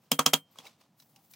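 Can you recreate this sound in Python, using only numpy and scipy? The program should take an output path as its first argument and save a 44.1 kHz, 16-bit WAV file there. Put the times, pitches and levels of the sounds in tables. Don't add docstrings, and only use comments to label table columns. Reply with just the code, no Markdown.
import sys
import numpy as np
from scipy import signal
from scipy.fft import rfft, irfft
from scipy.io import wavfile
from scipy.ndimage import uniform_filter1d

SR = 44100
rng = np.random.default_rng(int(sys.argv[2]) if len(sys.argv) > 2 else 0)


def master(y):
    cut = np.clip(np.atleast_2d(y).T, -1, 1)
    pcm = np.round(cut * 32767)
    wavfile.write(sys.argv[1], SR, pcm.astype(np.int16))


N = 59535
T = np.arange(N) / SR
HZ = np.arange(N + 1) * SR / (2 * N)
WIDE_HZ = 1300


def undb(db):
    return 10 ** (np.asarray(db) / 20)


def curve(points, hz=HZ):
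    freqs, values = np.array(points, float).T
    return np.interp(np.log(np.maximum(hz, 1)), np.log(freqs), values)


def colour(x, points):
    cepstrum = irfft(np.log(undb(curve(points))))
    cepstrum[1:N] *= 2
    cepstrum[N + 1:] = 0
    return irfft(rfft(x, 2 * N) * np.exp(rfft(cepstrum)))[..., :N]


def noise(points, width):
    mid, side = rfft(rng.standard_normal((2, 2 * N)))
    gain = undb(curve(points))
    side = side * width * HZ / np.hypot(HZ, WIDE_HZ)
    return irfft(np.array([mid + side, mid - side]) * gain)[:, :N] / np.sqrt(np.mean(gain ** 2))


def swell(at, rise, fade):
    growing = (T - at) / rise
    dying = (at - T) * np.log(1000) / fade
    return np.exp(np.maximum(np.minimum(growing, dying), -20))


def ring(at, hz, fade):
    age = np.maximum(T - at, 0)
    return np.sin(2 * np.pi * hz * age) * np.exp(-np.log(1000) * age / fade)


def friction(strokes, tone, grain_db, grain_s):
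    held = max(int(grain_s * SR), 2)
    grip = uniform_filter1d(rng.standard_normal(N)[np.arange(N) // held], held)
    level = sum(undb(db) * swell(at, rise, fade) for at, db, rise, fade in strokes)
    return noise(tone, width=.45) * level * undb(grain_db * grip)


# f/Hz, level/dB
ROOM_TONE = [(30, -33), (64, -18), (95, -3), (150, 3.5), (260, -3), (400, -13), (800, -11), (1600, -21.5),
             (3200, -25), (6300, -27.5), (10000, -34), (15000, -32)]
def basement():
    return undb(-69.5) * noise(ROOM_TONE, width=.2)


# peak t/s, level/dB, rise/s, fade/s
SLIDE_STROKES = [(0.04, -73, 0.027, 0.9), (0.53, -73, 0.048, 0.29), (0.60, -56, 0.023, 0.15),
                 (0.662, -53.5, 0.02, 0.26), (0.812, -63.5, 0.011, 0.22), (1.178, -72.5, 0.052, .35)]
# f/Hz, level/dB
SLIDE_TONE = [(100, -11.5), (300, -2.5), (550, 1.5), (800, 1), (1100, 2), (1600, -7.5), (2700, -3),
              (5000, -4.5), (9000, -12.5), (15500, -18)]
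def palm_slides():
    return friction(SLIDE_STROKES, SLIDE_TONE, grain_db=2, grain_s=.0035)


# peak t/s, level/dB, rise/s, fade/s
RUSTLE_STROKES = [(0.04, -71, 0.029, 0.22), (0.52, -74, .006, .4), (0.81, -72.5, .012, 0.17),
                  (1.0, -62, 0.02, 0.33), (1.10, -69, .03, 0.76), (1.25, -68, 0.047, 0.53),
                  (1.313, -57.5, 0.0077, 0.094)]
# f/Hz, level/dB
RUSTLE_TONE = [(500, -6.5), (2000, -8), (5000, -3.5), (9000, -4), (12000, -0.5), (15500, 4)]
def cloth_rustles():
    return friction(RUSTLE_STROKES, RUSTLE_TONE, grain_db=1.95, grain_s=.0045)


# f/Hz, level/dB
CRACK_TONE = [(60, -19.5), (200, -6), (600, -3.5), (1150, 5), (1600, -8), (3000, -1.5), (4600, -6.5),
              (6800, -3), (10000, -7), (15500, -6.5)]
def contact_noise():
    return undb(-9) * noise(CRACK_TONE, width=.19)


# f/Hz, level/dB, fade/s
SHELL_NOTES = [(154.7, -27.5, 0.14), (228, -28, 0.082), (274.1, -23.5, .12), (485, -30.5, 0.14),
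               (759, -29, 0.06), (964.5, -23, .07), (1096.6, -16, 0.046), (1274, -24, .07),
               (1390, -28.5, 0.048), (2190, -31.5, 0.066), (2855, -28.5, .055), (3057, -26, .05),
               (3153, -42, 0.29), (3241, -19, 0.077), (4340, -27.5, 0.03), (5485, -29.5, 0.039),
               (6254, -21, .06), (6620, -25, 0.031)]
def shell_ring():
    leans = .35 * rng.uniform(-1.3, 1, len(SHELL_NOTES))
    out = 0
    for k, (hz, db, fade) in enumerate(SHELL_NOTES):
        sides = 1 + np.array([[1], [-1]]) * leans[k] * hz / (hz + WIDE_HZ)
        out += undb(db - 4) * (-1) ** k * ring(0, hz, fade) * sides
    return out


# f/Hz, level/dB, fade/s
RATTLE_BANDS = [(100, -3.5, 0.056), (248, -2.5, 0.085), (500, -2.5, .12), (1190, 1.5, 0.11),
                (1650, -5.5, .11), (3150, 0.5, 0.082), (4650, -5.5, 0.083), (7000, 0.5, 0.078),
                (10000, -9, 0.12), (15500, -10, 0.13)]
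def overtone_rattle(rise_s=.002):
    spectrum = rfft(noise([row[:2] for row in RATTLE_BANDS], width=1))
    hz = np.arange(spectrum.shape[1]) * SR / N
    out = 0
    for k, (_, _, fade) in enumerate(RATTLE_BANDS):
        share = curve([(row[0], j == k) for j, row in enumerate(RATTLE_BANDS)], hz)
        out += irfft(spectrum * share, N) * np.exp(-np.log(1000) * T / fade)
    return out * (1 - np.exp(-T / rise_s))


# (f/Hz, level/dB)
BLOWS = [(0.1174, -2.5, 4, -8, 1.5, -3, -0.5, 5130, -16.5),
         (0.1927, 0.5, -1.5, 2.5, -5, -3.5, -9, 4424, -24),
         (0.2630, 0.5, -0.5, -1.5, 1, 1, -5, 5285, -18.5),
         (0.3354, -2, 1, -0.5, -1, -0.5, -3.5, 3290, -15.5),
         (0.3404, -5.5, -5.5, -11, 4, -2.5, -4, 3332, -15),
         (0.558, -38.5, -9, -0.5, -14, -13, -11, 1300, -19),
         (0.5869, -26, -1.5, -9.5, -6.5, -7, -9.5, 3334, -4)]
def tank_knocks():
    tone_hz, neutral_hz = [250, 1150, 3200, 6000, 12000], 553
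    snap = undb(-6.5) * (T == 0)
    thump = undb(-28.5) * ring(0, hz=228, fade=.03)
    body = shell_ring() + snap - thump + undb(-22.5) * overtone_rattle()
    contact = contact_noise()
    out = 0
    for at, db, *tone_db, spot_hz, spot_db in BLOWS:
        spot = undb(spot_db) * ring(0, spot_hz, fade=.03)
        blow = np.roll(body - spot, round(at * SR), axis=1)
        crack = contact * swell(at, rise=.001, fade=.016)
        tone = sorted([*zip(tone_hz, tone_db), (neutral_hz, 0)])
        out += undb(db) * colour(blow + crack, tone)
    return out


# peak t/s, level/dB, rise/s, fade/s
SWISH_STROKES = [(0.515, -67, .004, 0.28), (1.32, -58, .012, .03)]
# f/Hz, level/dB
SWISH_TONE = [(2000, -34), (9000, -24), (13000, 5), (15500, 0)]
def skin_swishes():
    return friction(SWISH_STROKES, SWISH_TONE, grain_db=4, grain_s=.002)


# peak t/s, level/dB, rise/s, fade/s
HUM_STROKES = [(0.652, -58, 0.027, 0.11), (1.175, -67.5, .025, .2)]
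# f/Hz, level/dB
HUM_TONE = [(500, -30), (690, -20), (780, 1), (900, -11), (1300, -32), (4000, -67)]
def shell_hum():
    return friction(HUM_STROKES, HUM_TONE, grain_db=0, grain_s=.008)


# t/s, level/dB, note f/Hz, note level/dB compared with the click
TICK_HITS = [(0.6532, -62.5, 2720, 12.5), (0.6662, -56, 2250, 13), (0.6690, -60.5, 3870, 17.5),
             (1.001, -55.5, 3960, 2.5), (1.0233, -58.5, 997, -3.5), (1.1616, -56, 2904, -3.5),
             (1.3375, -49.5, 2370, -2)]
# f/Hz, level/dB
CLICK_TONE = [(200, -13.5), (900, -11.5), (1600, -7.5), (3000, -3.5), (5500, 1.5), (9000, -11), (15500, -6)]
def ticks():
    grit = noise(CLICK_TONE, width=.45)
    out = 0
    for at, db, hz, note_db in TICK_HITS:
        click = grit * swell(at, rise=.0016, fade=.046)
        note = undb(note_db) * ring(at, hz, fade=.031)
        out += undb(db) * (click + note)
    return out


def scene():
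    handling = palm_slides() + shell_hum() + cloth_rustles() + skin_swishes()
    return handling + tank_knocks() + ticks() + basement()


# f/Hz, left minus right level/dB
MIC_BALANCE = [(250, -0.5), (600, -1), (1200, -0.77), (2500, 0.4), (5000, -0.76), (9000, -1), (13000, 4.5)]
def record(dry, low_cut_hz=90, top_hz=16000):
    left = colour(dry[0], [(hz, db / 2) for hz, db in MIC_BALANCE])
    right = colour(dry[1], [(hz, -db / 2) for hz, db in MIC_BALANCE])
    pair = signal.sosfilt(signal.butter(2, low_cut_hz, "high", fs=SR, output="sos"), [left, right])
    pair = 2 * np.tanh(pair / 2)
    return signal.sosfilt(signal.ellip(8, .2, 80, top_hz, fs=SR, output="sos"), pair)


dry = scene()
out = record(dry)
master(out)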